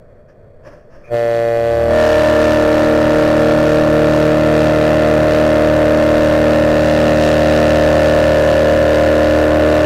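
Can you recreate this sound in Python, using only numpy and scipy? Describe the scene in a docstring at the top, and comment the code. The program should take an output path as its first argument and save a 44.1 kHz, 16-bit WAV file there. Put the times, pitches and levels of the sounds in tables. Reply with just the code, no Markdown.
"""Ship's air horns in a harbour canal

Two horns about a fifth apart: the high one speaks first, the low one joins. Their diaphragms chop air
into buzzing pulse trains whose partials swell and fade with reflections off water and steel as the
ship moves. Small splashes and a valve whistle come before the blast; the harbour rumbles throughout.
A cheap outdoor microphone overloads and clips flat."""
import sys
import numpy as np
from scipy import signal
from scipy.fft import rfft, irfft, next_fast_len
from scipy.io import wavfile
from scipy.ndimage import uniform_filter1d

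SR = 44100
rng = np.random.default_rng(int(sys.argv[2]) if len(sys.argv) > 2 else 0)


def dump_mix(stems):
    """Bounce the given channels to the path in sys.argv[1] as a 16-bit WAV at rate SR."""
    frames = np.atleast_2d(stems).T  # one column per channel
    limited = np.clip(frames, -1, 1)  # hard clip at full scale
    pcm = np.round(limited * 32767).astype(np.int16)
    wavfile.write(sys.argv[1], SR, pcm)


N = 434385
SOUND_M_S = 343

# Air pressure building. Each row: time in seconds, gain in dB, dullness in dB per octave.
HIGH_PRESSURE = [(1.06, -63.5, -6), (1.08, -25, 1), (1.1, -10, 6), (1.12, 1.5, 3.5), (1.14, 6, 3.5),
                 (1.171, -1.5, 1), (2.0, 2.5, 2), (9.85, 3, 1.5)]
# Horn voice. Each row: multiple of the diaphragm rate, relative level in dB.
HIGH_PARTIALS = [(1, -21), (2, -27.5), (3, -16), (4, -8), (5, -0.5), (6, -12.5), (7, -24), (8, -31),
                 (9, -25.5), (10, -25), (11, -23.5), (12, -22), (13, -26.5), (14, -26.5), (15, -18.5),
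                 (16, -22), (17, -22), (18, -27.5), (19, -31), (20, -37), (21, -28.5), (22, -35), (23, -37),
                 (24, -33), (25, -39), (26, -38.5)]
# Reflections off water, hull and bridge steel. Each row: extra path beyond whole wavelengths in metres,
# its growth in metres per second, gain in dB, cutoff in Hz.
HIGH_REFLECTIONS = [(0.098, -0.069, -4.6, 860), (1.52, -0.1355, -12.1, 959), (1.907, 0.0736, -14.6, 2168),
                    (2.381, 0.0978, -7.4, 539), (2.521, 0.1896, -19.8, 2808), (2.527, 0.2635, -17.4, 1052)]
# Brassy edge. Each row: time in seconds, relative level in dB.
HIGH_BRASS = [(1.1, -43.5), (1.15, -33), (1.3, -38), (1.6, -37), (2, -33), (9.85, -50)]


def high_horn():
    """The faster diaphragm, which speaks first and abruptly."""
    steady_hz = 116.08
    cycles = diaphragm(steady_hz, sharp_hz=6, half_settled_s=1.08, settle_s=.08) + .1007
    return horn(cycles, steady_hz, HIGH_PRESSURE, HIGH_PARTIALS, HIGH_REFLECTIONS, HIGH_BRASS,
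                tone_db=-13.5)


# Pressure, voice, reflections and edge of the low horn. Each row: as for the high horn.
LOW_PRESSURE = [(1.4, -60, 3), (1.55, -24, 3), (1.7, -11, 7.8), (1.8, -5, 6), (1.87, -4.5, 4.9),
                (1.93, -0.5, 2.9), (2.0, -5, 0.5), (2.3, -2.1, 1.53), (9.85, -2, 1.3)]
LOW_PARTIALS = [(1, -10), (2, -8.5), (3, -12), (4, -2), (5, -8.5), (6, -9.5), (7, -1), (8, 3.5), (9, -8.5),
                (10, -9.5), (11, -16.5), (12, -16.5), (13, -17.5), (14, -19), (15, -28.5), (16, -31),
                (17, -15.5), (18, -16.5), (19, -23.5), (20, -28), (21, -23.5), (22, -14.5), (23, -8),
                (24, -17.5), (25, -28), (26, -23), (27, -22.5), (28, -38), (29, -39), (30, -30.5)]
LOW_REFLECTIONS = [(.6, -.68, -12, 250), (.76, -.0123, -12.2, 2981), (1.059, .1049, -3.1, 434),
                   (2.488, -.0637, -8.6, 1033), (2.682, .0844, -6.6, 829), (2.781, .1126, -11.3, 851),
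                   (3.646, .245, -15.1, 842), (3.662, .1706, -3.1, 398), (3.8, -.8, -12, 170),
                   (4.015, -.2864, -11.5, 426)]
LOW_BRASS = [(1.9, -25), (3, -23), (4, -23.5), (4.8, -23.5), (5.6, -28), (6.201, -24.5), (6.7, -22),
             (7.3, -20), (8.001, -21.5), (9, -24.5), (9.85, -24)]


def low_horn():
    """The slower diaphragm, which swells in as its pressure builds."""
    steady_hz = 76.76
    cycles = diaphragm(steady_hz, sharp_hz=2.3, half_settled_s=1.87, settle_s=.1) + .3
    return horn(cycles, steady_hz, LOW_PRESSURE, LOW_PARTIALS, LOW_REFLECTIONS, LOW_BRASS, tone_db=-5)


def diaphragm(steady_hz, sharp_hz, half_settled_s, settle_s, jitter=.0007):
    """Cycle count heard on the quay: the pitch starts sharp, settles, then sinks as the ship recedes."""
    departure_s, acceleration_m_s2 = 4.4, .062
    t = np.arange(N) / SR
    source_hz = steady_hz + sharp_hz / (1 + np.exp((t - half_settled_s) / settle_s))
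    receding_m_s = acceleration_m_s2 * np.maximum(t - departure_s, 0)
    heard_hz = source_hz * (1 - receding_m_s / SOUND_M_S)
    return np.cumsum(heard_hz * (1 + jitter * drift(60))) / SR


# Low, noisy roar that follows the blast. Each row: frequency in Hz, relative density in dB.
ROAR_SPECTRUM = [(15, 2), (60, -3.5), (200, -2), (600, 0.5), (1000, -10), (2000, -17), (4000, -49)]
FLUTTER_RAD, SHIMMER_DEPTH = .006, .045
WANDER_DB, WANDER_ABOVE_HZ = 2, 800


def horn(cycles, steady_hz, pressure, partials, paths, brass, tone_db):
    """Diaphragm pulses through the bell, with roar and edge; low pressure gives a quiet tone."""
    multiples, voice_db = np.transpose(partials)
    pressure_db, dull_db_oct = curves(pressure)
    step = 64
    ticks = np.arange(0, N, step)
    fundamental = np.exp(2j * np.pi * cycles)
    tone, carrier = 0, 1
    for k, db, phase in zip(multiples, voice_db, minimum_phase(multiples, voice_db)):
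        flutter = FLUTTER_RAD * k * drift(25, step)  # moving air shakes short waves more
        wander_db = WANDER_DB * drift(1.5, step) * (k * steady_hz > WANDER_ABOVE_HZ)  # many faint paths
        partial_db = db + wander_db + pressure_db[ticks] - dull_db_oct[ticks] * np.log2(k)
        gain = undb(partial_db) * np.exp(1j * (phase + flutter))
        gain *= reflections(k * steady_hz, paths, ticks / SR)
        carrier = carrier * fundamental
        tone = tone + (np.interp(np.arange(N), ticks, gain) * carrier).imag
    voice_rms = np.sqrt(np.sum(undb(voice_db) ** 2) / 2)
    shimmer = 1 + SHIMMER_DEPTH * drift(120)  # fast and random, roughens the tone
    tone *= undb(tone_db) / voice_rms * shimmer
    roar = noise(ROAR_SPECTRUM) * undb(tone_db + pressure_db - 20.5)
    edge_octaves = 4.94  # above the fundamental
    edge = brassy_edge(cycles) * undb(curves(brass)[0] + pressure_db - edge_octaves * dull_db_oct)
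    valve_open = np.arange(N) / SR > pressure[0][0]
    return valve_open * (tone + roar + edge)


def minimum_phase(multiples, voice_db, size=128):
    """Partial phases in radians that make each cycle a blow followed by ringing."""
    spectrum = undb(np.interp(np.arange(size + 1), multiples, voice_db))
    cepstrum = irfft(np.log(spectrum))
    cepstrum[1:size] *= 2
    cepstrum[size + 1:] = 0
    return rfft(cepstrum).imag[multiples.astype(int)]


# Bell resonances. Each row: frequency in Hz, width per filter pass in Hz, relative gain in dB.
BELL_MODES = [(2779, 476, 13.5), (3860, 440, 3.5), (5560, 2300, -16), (9000, 7400, -28)]
# Air rasping through the throat. Each row: frequency in Hz, relative density in dB.
RASP_SPECTRUM = [(300, -36), (1000, -2), (2000, -2), (4000, 1.5), (7000, -8.5), (11000, -34), (16000, -38)]


def brassy_edge(cycles, scatter_db=1.5, puff_decay_cycles=.45, puff_db=-1.5):
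    """Each time the diaphragm snaps open, a crack rings the bell and a puff of air follows."""
    cracks = np.diff(np.floor(cycles), prepend=0) * undb(scatter_db * rng.standard_normal(N))
    ring = sum(undb(db) * resonate(cracks, hz, width_hz) for hz, width_hz, db in BELL_MODES)
    puffs = np.exp(-(cycles % 1) / puff_decay_cycles) * noise(RASP_SPECTRUM)
    flicker = undb(1.5 * drift(10))
    return (ring / ring.std() + undb(puff_db) * puffs / puffs.std()) * flicker


def reflections(hz, paths, t):
    """Complex gain of direct plus reflected sound: changing paths make a partial swell and fade."""
    gain = 1
    for extra_m, growth_m_s, db, cutoff_hz in paths:
        strength = undb(db) / (1 + (hz / cutoff_hz) ** 4)
        delay_s = (extra_m + growth_m_s * t) / SOUND_M_S
        gain = gain + strength * np.exp(-2j * np.pi * hz * delay_s)
    return gain


def canal_echoes(blast, t60_s=1.6, build_s=.17):
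    """Diffuse echoes from walls, hull and bridge steel."""
    t = np.arange(int(1.5 * SR)) / SR
    tail = rng.standard_normal(len(t)) * 1000 ** (-t / t60_s) * np.clip(t / build_s, 0, 1)
    return signal.fftconvolve(blast, tail / np.sqrt(np.sum(tail ** 2)))[:N]


# Valve leak. Each row: time in seconds, level in dB.
LEAK_LEVEL = [(1.02, -80), (1.045, -49), (1.09, -48), (1.13, -64)]
# Its whistle. Each row: frequency in Hz, relative density in dB.
LEAK_SPECTRUM = [(900, -40), (1250, 0), (1600, -13), (2050, -18), (2450, 5), (2900, -35), (5000, -29),
                 (6500, -27), (8000, -50)]


def valve_leak():
    """Air whistles in the valve, loudest just before the high horn speaks."""
    return undb(curves(LEAK_LEVEL)[0]) * noise(LEAK_SPECTRUM)


# Splashes. Each row: start in seconds, level in dB, rise in seconds, 60 dB decay time in seconds.
QUAY_SPLASHES = [(.275, -48, 0.019, 0.17), (.625, -36.5, 0.048, 0.59), (.895, -42.5, .04, 0.7)]
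# Water noise. Each row: frequency in Hz, relative density in dB.
SPLASH_SPECTRUM = [(180, -33), (300, -8.5), (441, -28), (586, 1), (790, -30), (848, -20), (1210, -18.5),
                   (1400, -23), (1700, -17), (2200, -33), (2600, -30), (3890, -49), (5300, -33),
                   (9000, -62), (11700, -94), (19800, -120)]


def splashes():
    """Short washes of water by the quay."""
    t, envelope = np.arange(N) / SR, 0
    for start_s, db, rise_s, t60_s in QUAY_SPLASHES:
        attack = np.clip((t - start_s) / rise_s, 0, 1)
        decay = 1000 ** (-np.maximum(t - start_s - rise_s, 0) / t60_s)
        envelope = envelope + undb(db) * attack * decay
    return envelope * noise(SPLASH_SPECTRUM) * undb(2 * drift(39.1))


# Harbour rumble. Each row: frequency in Hz, relative density in dB.
HARBOUR_SPECTRUM = [(3, -12), (10, 0), (20, -7), (33, -16.5), (140, -15.5), (190, -22), (233, -20),
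                    (278, -29.5), (599, -15), (814, -37.5), (1800, -40), (2850, -61), (4400, -66),
                    (9000, -74), (11700, -100), (19800, -120)]


def harbour(level_db=-41):
    """Engine and town rumble, flickering a little."""
    return noise(HARBOUR_SPECTRUM) * undb(level_db + 1.5 * drift(12))


def undb(db):
    """Decibels to amplitude."""
    return 10 ** (np.asarray(db) / 20)


def curves(table):
    """Value columns of a timed table at every sample."""
    times_s, *columns = np.transpose(table)
    return [np.interp(np.arange(N) / SR, times_s, column) for column in columns]


def drift(rate_hz, step=1):
    """Smooth random drift of spread near 1, one value every step samples."""
    targets = rng.standard_normal(int(N / SR * rate_hz) + 3)
    knots = uniform_filter1d(np.repeat(targets, 8), size=8)
    return 1.2 * np.interp(np.arange(0, N, step) / SR * rate_hz * 8, np.arange(len(knots)), knots)


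def noise(spectrum):
    """Noise of rms 1 with the given spectral shape."""
    hz, db = np.transpose(spectrum)
    size = next_fast_len(N)
    bins_hz = np.fft.rfftfreq(size, 1 / SR) + 1
    gain = undb(np.interp(np.log(bins_hz), np.log(hz), db))
    shaped = irfft(rfft(rng.standard_normal(size)) * gain, size)[:N]
    return shaped / shaped.std()


def resonate(x, hz, width_hz):
    """Steep resonance: the same band-pass twice."""
    b, a = signal.iirpeak(hz, hz / width_hz, fs=SR)
    return signal.lfilter(b, a, signal.lfilter(b, a, x))


def scene():
    """Both horns and their echoes over the harbour, in mono."""
    blast = high_horn() + low_horn()
    return (blast + undb(-19) * canal_echoes(blast) + valve_leak() + harbour() + splashes())[None]


CLIP_LEVEL, KNEE_SHARPNESS = .43, 35
COUPLING_HZ, STREAM_HZ, TOP_HZ = 4.6, 48000, 15735


def record(dry):
    """The preamp clips flat; a crude rate change repeats samples and mirrors tones into the treble."""
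    clipped = dry / (1 + np.abs(dry / CLIP_LEVEL) ** KNEE_SHARPNESS) ** (1 / KNEE_SHARPNESS)
    coupled = signal.sosfilt(signal.butter(1, COUPLING_HZ, "high", fs=SR, output="sos"), clipped)
    repeated = coupled[:, np.arange(N * STREAM_HZ // SR) * SR // STREAM_HZ]
    aliased = signal.resample(repeated, N, axis=1)
    return signal.sosfilt(signal.ellip(12, .2, 80, TOP_HZ, fs=SR, output="sos"), aliased)


dry = scene()
out = record(dry)
dump_mix(out)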